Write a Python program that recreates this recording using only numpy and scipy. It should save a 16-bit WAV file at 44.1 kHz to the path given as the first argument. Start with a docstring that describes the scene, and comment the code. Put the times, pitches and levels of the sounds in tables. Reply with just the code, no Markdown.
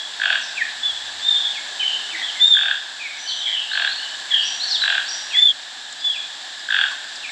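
"""Five hoarse toucan croaks, each a slowing rattle of eight or nine pulses, over other birds in a garden.
Every croak pulse is a very fast downward sweep through throat and bill resonances, widest in mid-croak;
veranda surfaces and the garden return it. The other birds are near-pure tones that arch, plunge, sag or scoop.
Filtered noise makes an even outdoor hiss, faint hums and small dry contacts.
The microphone port colours the sum and the recorder's gain ducks under the loudest sounds."""
import sys
import numpy as np
from scipy import signal
from scipy.fft import rfft, irfft
from scipy.io import wavfile
from scipy.ndimage import uniform_filter1d

SR = 44100
rng = np.random.default_rng(int(sys.argv[2]) if len(sys.argv) > 2 else 0)


def inscribe(sig):
    """Save sig as 16-bit PCM at rate SR to the path in sys.argv[1].

    A 1-D sig is mono; a 2-D sig holds one channel per row.
    Samples are clipped to [-1, 1] before scaling.
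    """
    pcm = np.round(np.clip(np.atleast_2d(sig).T, -1, 1) * 32767)
    wavfile.write(sys.argv[1], SR, pcm.astype(np.int16))


N = 322371
TIME_S = np.arange(N) / SR


def from_db(db):
    """Amplitude ratio of a level in dB."""
    return 10 ** (np.asarray(db) / 20)


def rms_one(x):
    """Scale to RMS 1."""
    return x / np.sqrt(np.mean(x ** 2) + 1e-20)


def add(out, start_s, sound):
    """Mix a sound in from start_s on, trimmed to the output."""
    at = int(round(start_s * SR))
    part = sound[max(-at, 0):max(N - at, 0)]
    first = max(at, 0)
    out[first:first + len(part)] += part


def resonate(x, hz, width_hz):
    """Two-pole resonance with gain near 1 at its peak."""
    r = np.exp(-np.pi * width_hz / SR)
    numerator = np.array([1, 0, -1]) * (1 - r * r) / 2
    denominator = [1, -2 * r * np.cos(2 * np.pi * hz / SR), r * r]
    return signal.lfilter(numerator, denominator, x)


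def lowpass(x, order, hz):
    """Butterworth treble cut; the tiny offset avoids denormals."""
    return signal.sosfilt(signal.butter(order, hz, fs=SR, output="sos"), x + 1e-18)


def wander(t, knots_per_s):
    """Random normal values joined by straight lines, spread near 1."""
    knots = rng.standard_normal(size=512)
    return np.interp(t * knots_per_s % len(knots), np.arange(len(knots)), knots)


def echoes(t60_s, first_s, per_s):
    """Scattered returns from walls and trees, growing denser as they die; energy 1."""
    t = np.arange(SR) / SR
    strengths = rng.standard_normal(SR)
    arrives = rng.random(SR) < per_s * (1 + t / first_s) / SR
    tail = strengths * arrives * (t > first_s) * from_db(-60 * t / t60_s)
    return tail / np.sqrt(np.sum(tail ** 2) + 1e-20)


def outdoors():
    """Even hiss of the surroundings (coloured noise) over faint wavering hums (narrow-band noise)."""
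    # hiss colour: (frequency [Hz], relative level [dB])
    hiss_colour = [(25, -38.5), (60, -27.5), (120, -20), (195, -21), (260, -13.5), (460, -16), (750, -1.5),
                   (1250, -9), (2450, -9), (3600, 6), (4500, -1), (6300, -11), (7900, -13), (8700, -22.5),
                   (11800, -34), (12500, -49)]
    # hiss level: (time [s], level [dB])
    hiss_level = [(0, -34), (1.8, -32), (3.2, -32.5), (4.6, -32), (5.35, -33), (5.6, -31), (7.3, -33)]
    # hums: (start [s], end [s], frequency [Hz], level [dB])
    hum_rows = [(.70, 1.30, 88, -66), (0, 7.31, 243, -69), (1.65, 2.35, 402, -63)]
    hz, db = np.transpose(hiss_colour)
    bin_hz = np.fft.rfftfreq(N, 1 / SR)
    colour = from_db(np.interp(np.log(bin_hz + 1), np.log(hz), db))
    hiss = rms_one(irfft(rfft(rng.standard_normal(N)) * colour, N))
    hiss_db = np.interp(TIME_S, *np.transpose(hiss_level)) + 0.29 * wander(TIME_S, 26)
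    out = hiss * from_db(hiss_db)
    for start_s, end_s, hum_hz, hum_db in hum_rows:
        gate = np.clip(np.minimum(TIME_S - start_s, end_s - TIME_S) / .04, 0, 1)
        hum = rms_one(resonate(rng.standard_normal(N), hum_hz, width_hz=3.3))
        out += from_db(hum_db) * gate * hum
    return out


def ticks(sharpness, snap_db):
    """Light ticks and soft knocks: one noise burst through a broad snap and a narrow ring."""
    # contacts: (time [s], level [dB], ring frequency [Hz], decay to 1/e [s])
    contact_rows = [(2.128, -42, 330, 0.024), (5.926, -26.5, 7200, 0.003), (6.594, -26.5, 4900, 0.0042),
                    (6.912, -29, 4570, 0.011), (6.912, -26.5, 1095, 0.012), (7.157, -25.5, 4840, 0.0065)]
    out, t = np.zeros(N), np.arange(SR // 5) / SR
    for start_s, db, hz, decay_s in contact_rows:
        burst = rng.standard_normal(len(t))
        snap = from_db(snap_db) * rms_one(resonate(burst, 4400, 3500))
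        ring = rms_one(resonate(burst, hz, hz / sharpness))
        add(out, start_s, from_db(db) * np.exp(-t / decay_s) * (snap + ring))
    return lowpass(out, 4, 8000)


def note(t, hz, waver, fullness, octave_db):
    """Near-pure tone with wavering pitch; swells and fades with unsteady loudness."""
    phase = 2 * np.pi * np.cumsum(hz * (1 + waver * wander(t, 599.0))) / SR
    swell = np.abs(np.sin(np.pi * t / t[-1])) ** fullness   # lower exponent: fuller note
    unsteady = from_db(3.7 * wander(t, 125.6))
    return swell * unsteady * (np.sin(phase) + from_db(octave_db) * np.sin(2 * phase))


def garden_birds(notes, glide, waver, fullness, t60_s, octave_db=-48.0):
    """Gliding notes, each with its own echoes; those begun before break_s are faded out together by then."""
    break_s, fade_s = 5.53, 0.023
    before, after = np.zeros((2, N))
    for start_s, length_s, hz, db, echo_db, *shape in notes:
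        path = from_db(echo_db) * echoes(t60_s, first_s=.005, per_s=700)
        path[0] = 1   # direct sound
        path /= np.sqrt(np.sum(path ** 2))
        t = np.arange(int(length_s * SR)) / SR
        pitch_hz = hz * 2 ** glide(t, length_s, *shape)
        call = from_db(db) * note(t, pitch_hz, waver, fullness, octave_db)
        add(before if start_s < break_s else after, start_s, signal.fftconvolve(call, path))
    return before * np.clip((break_s - TIME_S) / fade_s, 0, 1) + after


def arch(t, length_s):
    """Whistle glide in octaves: up to a top, down again, drooping at the very end."""
    top_share, bend_octaves_per_s2, droop_octaves = .44, 15, 0.1044
    bend = -bend_octaves_per_s2 * (t - top_share * length_s) ** 2
    return bend - droop_octaves * (t / length_s) ** 4


def plunge(t, length_s):
    """"Tew" glide in octaves: a steep drop at one rate."""
    octaves_per_s = 10.2
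    return -octaves_per_s * t


def sag(t, length_s):
    """Slur glide in octaves: a slow sinking at one rate."""
    octaves_per_s = 2.8
    return -octaves_per_s * t


def scoop(t, length_s, depth_octaves):
    """Chip glide in octaves: starts low and settles on the held pitch."""
    settle_s = .022
    return -depth_octaves * np.exp(-t / settle_s)


def whistles():
    """Arched whistles with a faint octave."""
    # (start [s], length [s], top pitch [Hz], level [dB], echo re direct [dB])
    whistle_rows = [ (-.05, 0.077, 3420, -24.5, -1), (.812, 0.119, 3473, -19, -5.5),
                    (1.205, 0.19, 3639, -15, -0.5), (1.39, 0.11, 3454, -23.5, 0),
                    (2.388, 0.21, 3685, -4, -1.5), (5.32, 0.24, 3540, -4, 2),
                    (6.008, .13, 3468, -12.5, -4.5)]
    return garden_birds(whistle_rows, arch, waver=0.0035, fullness=1.11, t60_s=0.51, octave_db=-35.5)


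def tews():
    """Sharp plunging calls."""
    # (start [s], length [s], first pitch [Hz], level [dB], echo re direct [dB])
    tew_rows = [ (.412, .032, 6300, -25.5, 3), (.558, 0.069, 2884, -25.5, -4),
                (1.532, 0.062, 3070, -33, -2), (1.795, 0.05, 2960, -30, -10),
                (2.105, 0.064, 2840, -30.5, 2), (3.275, 0.05, 4650, -15.5, 3.5),
                (3.44, 0.064, 2750, -34, 4), (4.285, 0.056, 2370, -34.5, 5), (4.672, 0.028, 6100, -23, 6),
                (4.71, 0.063, 4866, -14, -4), (5.302, 0.066, 2970, -25, 0), (6.137, 0.042, 3000, -24.5, -4),
                (7.227, .04, 2930, -28, -2), (7.268, .035, 2700, -33, -6)]
    return garden_birds(tew_rows, plunge, waver=0.024, fullness=0.29, t60_s=0.32)


def slurs():
    """Gently sagging calls."""
    # (start [s], length [s], first pitch [Hz], level [dB], echo re direct [dB])
    slur_rows = [ (1.795, 0.049, 3162, -14.5, 4), (1.845, 0.049, 3124, -15.5, 7),
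                 (2.19, 0.12, 3750, -22.5, -2.5), (2.355, 0.069, 2204, -36, -8),
                 (2.995, .085, 2558, -23, 0), (3.39, 0.11, 3790, -16.5, 2), (3.49, .11, 3410, -17.5, 4.5),
                 (4.303, 0.11, 3528, -14, -2.5), (4.39, 0.084, 2975, -28.5, 5),
                 (4.808, 0.044, 4104, -17.5, -1.5)]
    return garden_birds(slur_rows, sag, waver=.034, fullness=0.4, t60_s=0.48)


def chips():
    """Chips that scoop up to a held pitch, all with the same echo level."""
    # (start [s], length [s], held pitch [Hz], level [dB], scoop depth [octaves])
    chip_rows = [ (3.185, 0.13, 5950, -29.5, 0.029), (3.256, 0.18, 3120, -22, 0.033),
                 (3.705, 0.05, 4550, -17.5, 0.45), (3.866, 0.069, 4450, -19.5, 0.33),
                 (3.981, 0.075, 3030, -23.5, .1), (4.407, 0.061, 4620, -31, .03),
                 (4.435, 0.067, 5880, -24.5, 0.107), (4.598, 0.048, 4570, -15, .32),
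                 (5.061, 0.053, 4900, -25, 0.17), (5.08, 0.073, 5700, -25.5, 0.058),
                 (5.983, 0.041, 4850, -31, 0.022)]
    echo_db = 2
    notes = [(start_s, length_s, hz, db, echo_db, depth) for start_s, length_s, hz, db, depth in chip_rows]
    return garden_birds(notes, scoop, waver=0.022, fullness=0.22, t60_s=0.5)


def croak_pulse(effort, flash_s, flash_db, rasp_db, jitter_octaves):
    """The membrane flicks open and its pitch tumbles; more effort starts it higher and carries it lower."""
    # throat and bill resonances: (frequency [Hz], width [Hz], level [dB])
    throat_modes = [(740, 117, -10.5), (1561, 110, 1), (2577, 180, -0.5), (2800, 134, 2), (3340, 182, 4.5),
                    (3740, 91, 0), (4420, 120, -3.5)]
    centre_hz = 1620
    octave_fall_s, fade_s = .0042, .0055   # both before scaling by effort
    t = np.arange(-SR // 50, SR // 50) / SR + .0012
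    reach = max(effort, .1)
    octave_s = octave_fall_s / np.sqrt(reach)
    octaves = -t / octave_s + jitter_octaves * wander(t - t[0], 886)
    pitch_hz = centre_hz * 2 ** np.clip(octaves, -1.35, 1.35)
    phase = 2 * np.pi * (np.cumsum(pitch_hz) / SR + rng.random())
    onset = np.clip((t + reach * octave_s) / 0.00038, 0, 1)
    swell = onset * np.exp(-(t / (fade_s * (0.24 + reach))) ** 2)
    rasp = from_db(rasp_db) * rng.standard_normal(len(t))
    # at the height of the swing the vibration distorts, and the octave flashes out
    flash = from_db(flash_db) * np.exp(-((t + .0005) / flash_s) ** 2)
    source = swell * (np.sin(phase) + rasp) + flash * np.sin(2 * phase)
    voiced = []
    for k, (hz, width_hz, db) in enumerate(throat_modes):
        voiced.append((-1) ** k * from_db(db) * resonate(source, hz, width_hz))
    return sum(voiced) / np.abs(voiced[1]).max()   # second resonance peaks at 1


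def croak_pulses():
    """Each croak is a slowing run of pulses that swell, widen and narrow again."""
    # croaks: (start [s], first pulse gap [s], pulses [count], strength [dB],
    #          top effort [octaves swept either side of centre])
    croak_rows = [(.2003, .0181, 8, -1.5, 1.3), (2.5521, .0186, 8, -1, 1.25), (3.7171, .0184, 8, -3, 1.25),
                  (4.8209, .0185, 8, -2, 1.35), (6.6895, .0174, 9, 1, .8)]
    slowing = 1.07   # each gap over the one before
    croak_db, onset_db, attack_s, hold_s, release_db_per_s = -17, -8.5, 0.018, .16, 339
    effort_top_s, effort_width_s, effort_rest = .094, 0.06214, 0.3626
    spread_db_per_octave = -1.5   # a wide sweep spreads the pulse thin
    flash_full_db, flash_follows = 3.5, 0.66   # octave flash level; dB per dB of envelope
    uneven_db, uneven_effort = 1.23, 0.0999   # pulse to pulse: dB, share of effort
    out = np.zeros(N)
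    for start_s, first_gap_s, pulses, strength_db, top_effort in croak_rows:
        for k in range(int(round(pulses))):
            t = first_gap_s * (slowing ** k - 1) / (slowing - 1)
            loud, wide, bright = rng.standard_normal(size=3)
            push = np.exp(-((t - effort_top_s) / effort_width_s) ** 2)
            arched = effort_rest + (1 - effort_rest) * push
            effort = top_effort * arched * (1 + uneven_effort * wide)
            envelope_db = onset_db * np.exp(-t / attack_s) - release_db_per_s * max(t - hold_s, 0)
            flash_db = flash_full_db + flash_follows * envelope_db + uneven_db * bright
            pulse = croak_pulse(effort, flash_s=0.002, flash_db=flash_db, rasp_db=-15.5, jitter_octaves=0.074)
            level_db = croak_db + strength_db + envelope_db
            level_db += spread_db_per_octave * effort + uneven_db * loud
            add(out, start_s + t - len(pulse) / 2 / SR, from_db(level_db) * pulse)
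    return out


def toucan():
    """Croaks with veranda reflections and a short, thinner tail; the bill lets little treble out."""
    # hard veranda surfaces: (delay [s], level [dB])
    reflections = [(.0046, -14), (.0125, -18)]
    direct = croak_pulses()
    tail = signal.fftconvolve(direct, echoes(t60_s=0.25, first_s=0.006, per_s=990))[:N]
    thin_tail = tail - .4 * resonate(tail, 1650, 900)
    out = direct + from_db(0.5) * thin_tail
    for delay_s, db in reflections:
        add(out, delay_s, from_db(db) * direct)
    return lowpass(out, 2, 5600)


def scene():
    """The toucan in front, the other birds further out."""
    croaks = toucan()
    garden_path = echoes(t60_s=1.0, first_s=0.11, per_s=700)
    far_echo = from_db(-16) * signal.fftconvolve(croaks, garden_path)[:N]   # croaks return from the garden
    garden = lowpass(whistles() + tews() + slurs() + chips(), 8, 8500)   # distance dulls them
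    return (croaks + far_echo + garden + ticks(sharpness=32, snap_db=-13) + outdoors())[None]


def gain_control(x, threshold_db, share, release_db_per_s):
    """Loud sounds pull the gain down at once; it creeps back at a fixed dB rate."""
    power = np.abs(uniform_filter1d(x ** 2, size=3072))
    level_db = 10 * np.log10(power + 1e-12)
    cut_db = share * np.maximum(level_db - threshold_db, 0)
    recovery_db = release_db_per_s * TIME_S
    held_db = np.maximum.accumulate(cut_db + recovery_db, axis=-1) - recovery_db
    return x * from_db(-held_db)


def record(dry):
    """The microphone port colours the sound, the gain ducks, the top is cut."""
    # port resonances: (frequency [Hz], width [Hz], boost [dB])
    port_modes = [(1698, 139, 16.5), (7440, 570, 8.5)]
    cutoff_hz = 15400
    coloured = dry + sum((from_db(db) - 1) * resonate(dry, hz, width_hz) for hz, width_hz, db in port_modes)
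    levelled = gain_control(coloured, threshold_db=-11.5, share=1.0, release_db_per_s=2.0)
    return signal.sosfilt(signal.ellip(10, .1, 70, cutoff_hz, fs=SR, output="sos"), levelled)


dry = scene()
out = record(dry)
inscribe(out)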